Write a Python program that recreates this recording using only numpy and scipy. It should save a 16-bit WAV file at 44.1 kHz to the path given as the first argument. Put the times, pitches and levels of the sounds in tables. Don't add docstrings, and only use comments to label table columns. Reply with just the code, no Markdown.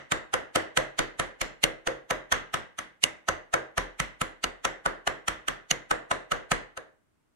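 import sys
import numpy as np
from scipy import signal
from scipy.fft import rfft, irfft, next_fast_len
from scipy.io import wavfile
from scipy.ndimage import map_coordinates

SR = 44100
rng = np.random.default_rng(int(sys.argv[2]) if len(sys.argv) > 2 else 0)


def transcribe(signal):
    frames = np.atleast_2d(signal).T
    limited = np.clip(frames, -1, 1)
    pcm = np.round(limited * 32767).astype(np.int16)
    wavfile.write(sys.argv[1], SR, pcm)


N = 324135
LEAD = SR // 25
T = (np.arange(2 ** 15) - LEAD) / SR
GRID_HZ = np.arange(0, SR // 2, 40)

# t/s, strength/dB, glance/dB (< 0 square, > 0 off-centre), contact hardness/dB
BLOWS = [(-0.095, -1, 3, 1.5), (0.1216, 1.5, -1, -1), (0.341, 0.7, -1.5, -1.5), (0.5602, 2, 1.5, -.5),
         (0.775, 2, 2, -1), (0.9924, .5, 2.5, -1.5), (1.1991, -0.4, 1, -3), (1.4166, -4, 4.5, -2),
         (1.6404, -1.5, 4.5, 4), (1.8745, -2.1, -0.5, -1.2), (2.11, 0, -1, -1), (2.325, 3.5, 0.5, -2),
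         (2.5435, -0.2, 0, -3), (2.7903, -8.5, 2, -2.5), (3.04, -4, 5.5, 4.5), (3.2888, 0.6, -2, -0.9),
         (3.5411, 2, -3.5, -0.7), (3.7807, 1.46, -1, -3.3), (4.0022, -2.1, 4, -2.9),
         (4.2172, -2.5, 0.5, -1), (4.4426, -3.5, 0.5, 3), (4.6526, 0.5, -0.5, -1), (4.862, 0.66, -4, -3),
         (5.0761, 0.6, -2, -1.5), (5.284, -1.8, 2, -1.3), (5.4851, -3, 1, -1.5), (5.7132, -3.5, 3, 4),
         (5.9136, 1.4, -3.5, -1), (6.1153, .8, -3, -3), (6.3206, 0, -1, -1.8), (6.519, 2.2, 1.1, -1.5),
         (6.7762, -13.5, -3, 0)]


def hammering():
    track = np.zeros((2, N))
    walls = wall_noise()
    for t_s, strength_db, glance_db, hard_db in BLOWS:
        steel = axle(t_s, glance_db) + hammer_head(strength_db, glance_db, hard_db) + contact(hard_db)
        steel = hub_and_ping(steel, glance_db, hard_db, hub_share=0.81, ping_share=0.91)
        room = hub_and_ping(workshop(walls), glance_db, hard_db, hub_share=0.55, ping_share=0.12)
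        knock_db = knock_level_db(t_s, glance_db, hard_db)
        bench = bench_and_room() + hollow_knock(knock_db)
        blow = coloured(steel + bench + room, blow_colour(glance_db, knock_db))
        add(track, amp(strength_db) * chatter(blow), t_s)
    return track


# f/Hz, level/dB, t60/s
AXLE_MODES = [(692, -25, 0.019), (813, -28, 0.014), (1018.5, -33, 0.11), (1163, -35, 0.11),
              (1305, -20.5, 0.032), (1509, -25.5, 0.035), (1770, -24, 0.019), (2065, -31.5, 0.017)]
# t/s, level/dB
FREE_END = [(0, -0.5), (2.8, 0.5), (3.2, 0.7), (6.5, 1.5)]


def axle(t_s, glance_db):
    level_db = np.interp(t_s, *np.transpose(FREE_END)) - 0.45 * glance_db
    return amp(level_db) * ring(AXLE_MODES, rise_s=0.02, scatter_db=0.7, detune=0.012)


# f/Hz, level/dB, t60/s
HEAD_MODES = [(2160, -45, 0.024), (2860, -32.5, 0.024), (2922, -22.5, 0.0066), (4754, -41, 0.013),
              (6180, -27, 0.0073)]


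def hammer_head(strength_db, glance_db, hard_db):
    level_db = 1.04 - 0.23 * strength_db + 2.2 * hard_db + 0.2 * glance_db
    return amp(level_db) * ring(HEAD_MODES, rise_s=0.011, scatter_db=2.0, detune=0.0099)


# f/Hz, level/dB
CRACK_SPECTRUM = [(60, -6), (300, -2), (1000, 2.5), (2500, 5), (3300, 3.5), (4000, -2.5), (5100, -9.5),
                  (6200, 0.5), (7700, -4.5), (8600, -3.5), (11300, -11.5), (12800, -20.5), (14700, -22),
                  (16000, -41)]


def contact(hard_db):
    crack = amp(-22) * envelope(T, rise_s=0.021, t60_s=0.0083)
    rattle = amp(-32) * envelope(T, rise_s=0.041, t60_s=0.043)
    burst = (crack + rattle) * noise(CRACK_SPECTRUM, len(T)) * pan(right_db=1.5)
    return coloured(burst, [(1500, 0.0015), (2600, hard_db)])


def hub_and_ping(x, glance_db, hard_db, hub_share, ping_share):
    hub = bell_curve(centre_hz=2080, lift_db=hub_share * 1.4 * glance_db, rel_width=0.084)
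    ping = bell_curve(centre_hz=4510, lift_db=ping_share * (4 + hard_db), rel_width=0.11)
    return coloured(coloured(x, hub), ping)


def blow_colour(glance_db, knock_db):
    thud_db = 0.13 + 0.68 * glance_db
    clang_db, click_db = 0.85 * glance_db, glance_db
    return [(220, thud_db), (380, knock_db), (700, knock_db), (950, 0.0068), (1900, 0),
            (2500, clang_db), (3800, clang_db), (5200, click_db)]


def chatter(x, spacing_hz=259.1):
    ripple = map_coordinates(rng.standard_normal(256), [GRID_HZ / spacing_hz], mode="wrap")
    depth_db = 4.0 * along([(600, 0.16), (3000, 0.21), (7000, 0.95)], GRID_HZ)
    return coloured(x, np.column_stack([GRID_HZ, depth_db * ripple]))


# f/Hz, level/dB, t60/s
BENCH_AND_ROOM_MODES = [(37.56, -42, 0.37), (49.4, -49.5, 0.33), (81.5, -45.5, 0.25), (136.2, -47, 0.38),
                        (159, -30.5, 0.046), (262, -45, 0.17), (1040, -47, 0.099), (1610, -47, 0.41),
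                        (1990, -46.5, 0.15), (2190, -40, 0.1)]


def bench_and_room():
    return ring(BENCH_AND_ROOM_MODES, rise_s=0.0013, scatter_db=3.65, detune=0.01)


# f/Hz, level/dB, t60/s
HOLLOW_MODES = [(319, -42.5, .35), (353.8, -42.5, 0.19), (474, -42.5, 0.33), (518.2, -28.5, 0.058),
                (531.4, -39.5, 0.33), (619, -42.5, 0.37)]


def hollow_knock(knock_db, travel_s=0.01092):
    knock = amp(1.3 * knock_db) * ring(HOLLOW_MODES, rise_s=0.02, scatter_db=1.0, detune=0.008)
    return np.roll(knock, round(travel_s * SR), axis=1)


# t/s, level/dB
KNOCK_TREND = [(0.1, -1.2), (0.7, 4), (1.2, 2.3), (1.9, 3.5), (2.4, -1.5), (3.5, 0.45), (4.6, -0.5),
               (5.5, -0.2), (6.8, 0.5)]


def knock_level_db(t_s, glance_db, hard_db):
    return np.interp(t_s, *np.transpose(KNOCK_TREND)) - 0.45 * glance_db + 0.47 * hard_db


# f/Hz, level/dB
ROOM_SPECTRUM = [(30, -1.5), (85, 0), (140, -1), (210, 0), (520, 5.5), (900, 1), (2000, 6.5), (2350, -5),
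                 (3100, -5.5), (5100, -18.5), (6200, -13.5), (9200, -20), (12800, -31.5), (14600, -36.5),
                 (16000, -50.5)]


def wall_noise():
    return noise(ROOM_SPECTRUM, len(T))


# f/Hz, t60/s
ROOM_T60 = [(60, 0.083), (160, .38), (500, 0.43), (1800, 0.37), (3000, 0.37), (7500, 0.26), (13000, 0.19)]


def workshop(walls, sameness=0.55):
    echoes = np.sqrt(sameness) * walls + np.sqrt(1 - sameness) * wall_noise()
    hz, frame_s, spectra = signal.stft(echoes, SR, nperseg=256)
    age_s = np.maximum(frame_s - LEAD / SR, 0)
    decay = amp(-60 * age_s / along(ROOM_T60, hz)[:, None])
    tail = signal.istft(spectra * decay, SR, nperseg=256)[1][:, :len(T)]
    build_up = np.clip(T / 0.00069, 0, 1)
    return amp(-29.5) * build_up * tail * pan(right_db=0.5)


# f/Hz, level/dB
FLOOR_SPECTRUM = [(15, -22.5), (25, 0.5), (290, -0.5), (322, -0.5), (480, -9.5), (534, -9), (661, -10.5),
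                  (1290, -10.5), (4620, -25), (8740, -23), (14500, -33)]


def noise_floor():
    return amp(-73.5) * noise(FLOOR_SPECTRUM, N)


def ring(modes, rise_s, scatter_db, detune):
    out = np.zeros((2, len(T)))
    for hz, db, t60_s in modes:
        t = T[:LEAD + int(2 * t60_s * SR)]
        pitch_hz = hz * (1 + detune * rng.standard_normal())
        phase = rng.uniform(0, 2 * np.pi, (2, 1))
        gain = amp(db + scatter_db * rng.standard_normal())
        out[:, :len(t)] += gain * envelope(t, rise_s, t60_s) * np.sin(2 * np.pi * pitch_hz * t + phase)
    return out


def envelope(t, rise_s, t60_s):
    return amp(60 * np.minimum(t / rise_s, -t / t60_s))


def amp(db):
    return 10 ** (np.asarray(db) / 20)


def pan(right_db):
    return amp([[-right_db], [right_db]])


def along(points, hz):
    point_hz, values = np.transpose(points)
    return np.interp(np.log(hz + 1), np.log(point_hz + 1), values)


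def bell_curve(centre_hz, lift_db, rel_width):
    offset = (GRID_HZ - centre_hz) / (rel_width * centre_hz)
    return np.column_stack([GRID_HZ, lift_db * np.exp(-0.5 * offset ** 2)])


def coloured(x, points):
    size = x.shape[-1]
    return irfft(rfft(x) * amp(along(points, np.fft.rfftfreq(size, 1 / SR))), size)


def noise(spectrum, size):
    x = coloured(rng.standard_normal((2, size)), spectrum)
    return x / np.sqrt(np.mean(x ** 2) + 1e-20)


def add(track, blow, peak_s):
    start = round(peak_s * SR) - LEAD
    first, end = max(start, 0), min(start + len(T), N)
    track[:, first:end] += blow[:, first - start:end - start]


def scene():
    return hammering() + noise_floor()


def record(dry):
    top_hz = 15870
    size = next_fast_len(N + SR // 2)
    passband = np.fft.rfftfreq(size, 1 / SR) < top_hz
    return irfft(rfft(dry, size) * passband, size)[:, :N]


dry = scene()
out = record(dry)
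transcribe(out)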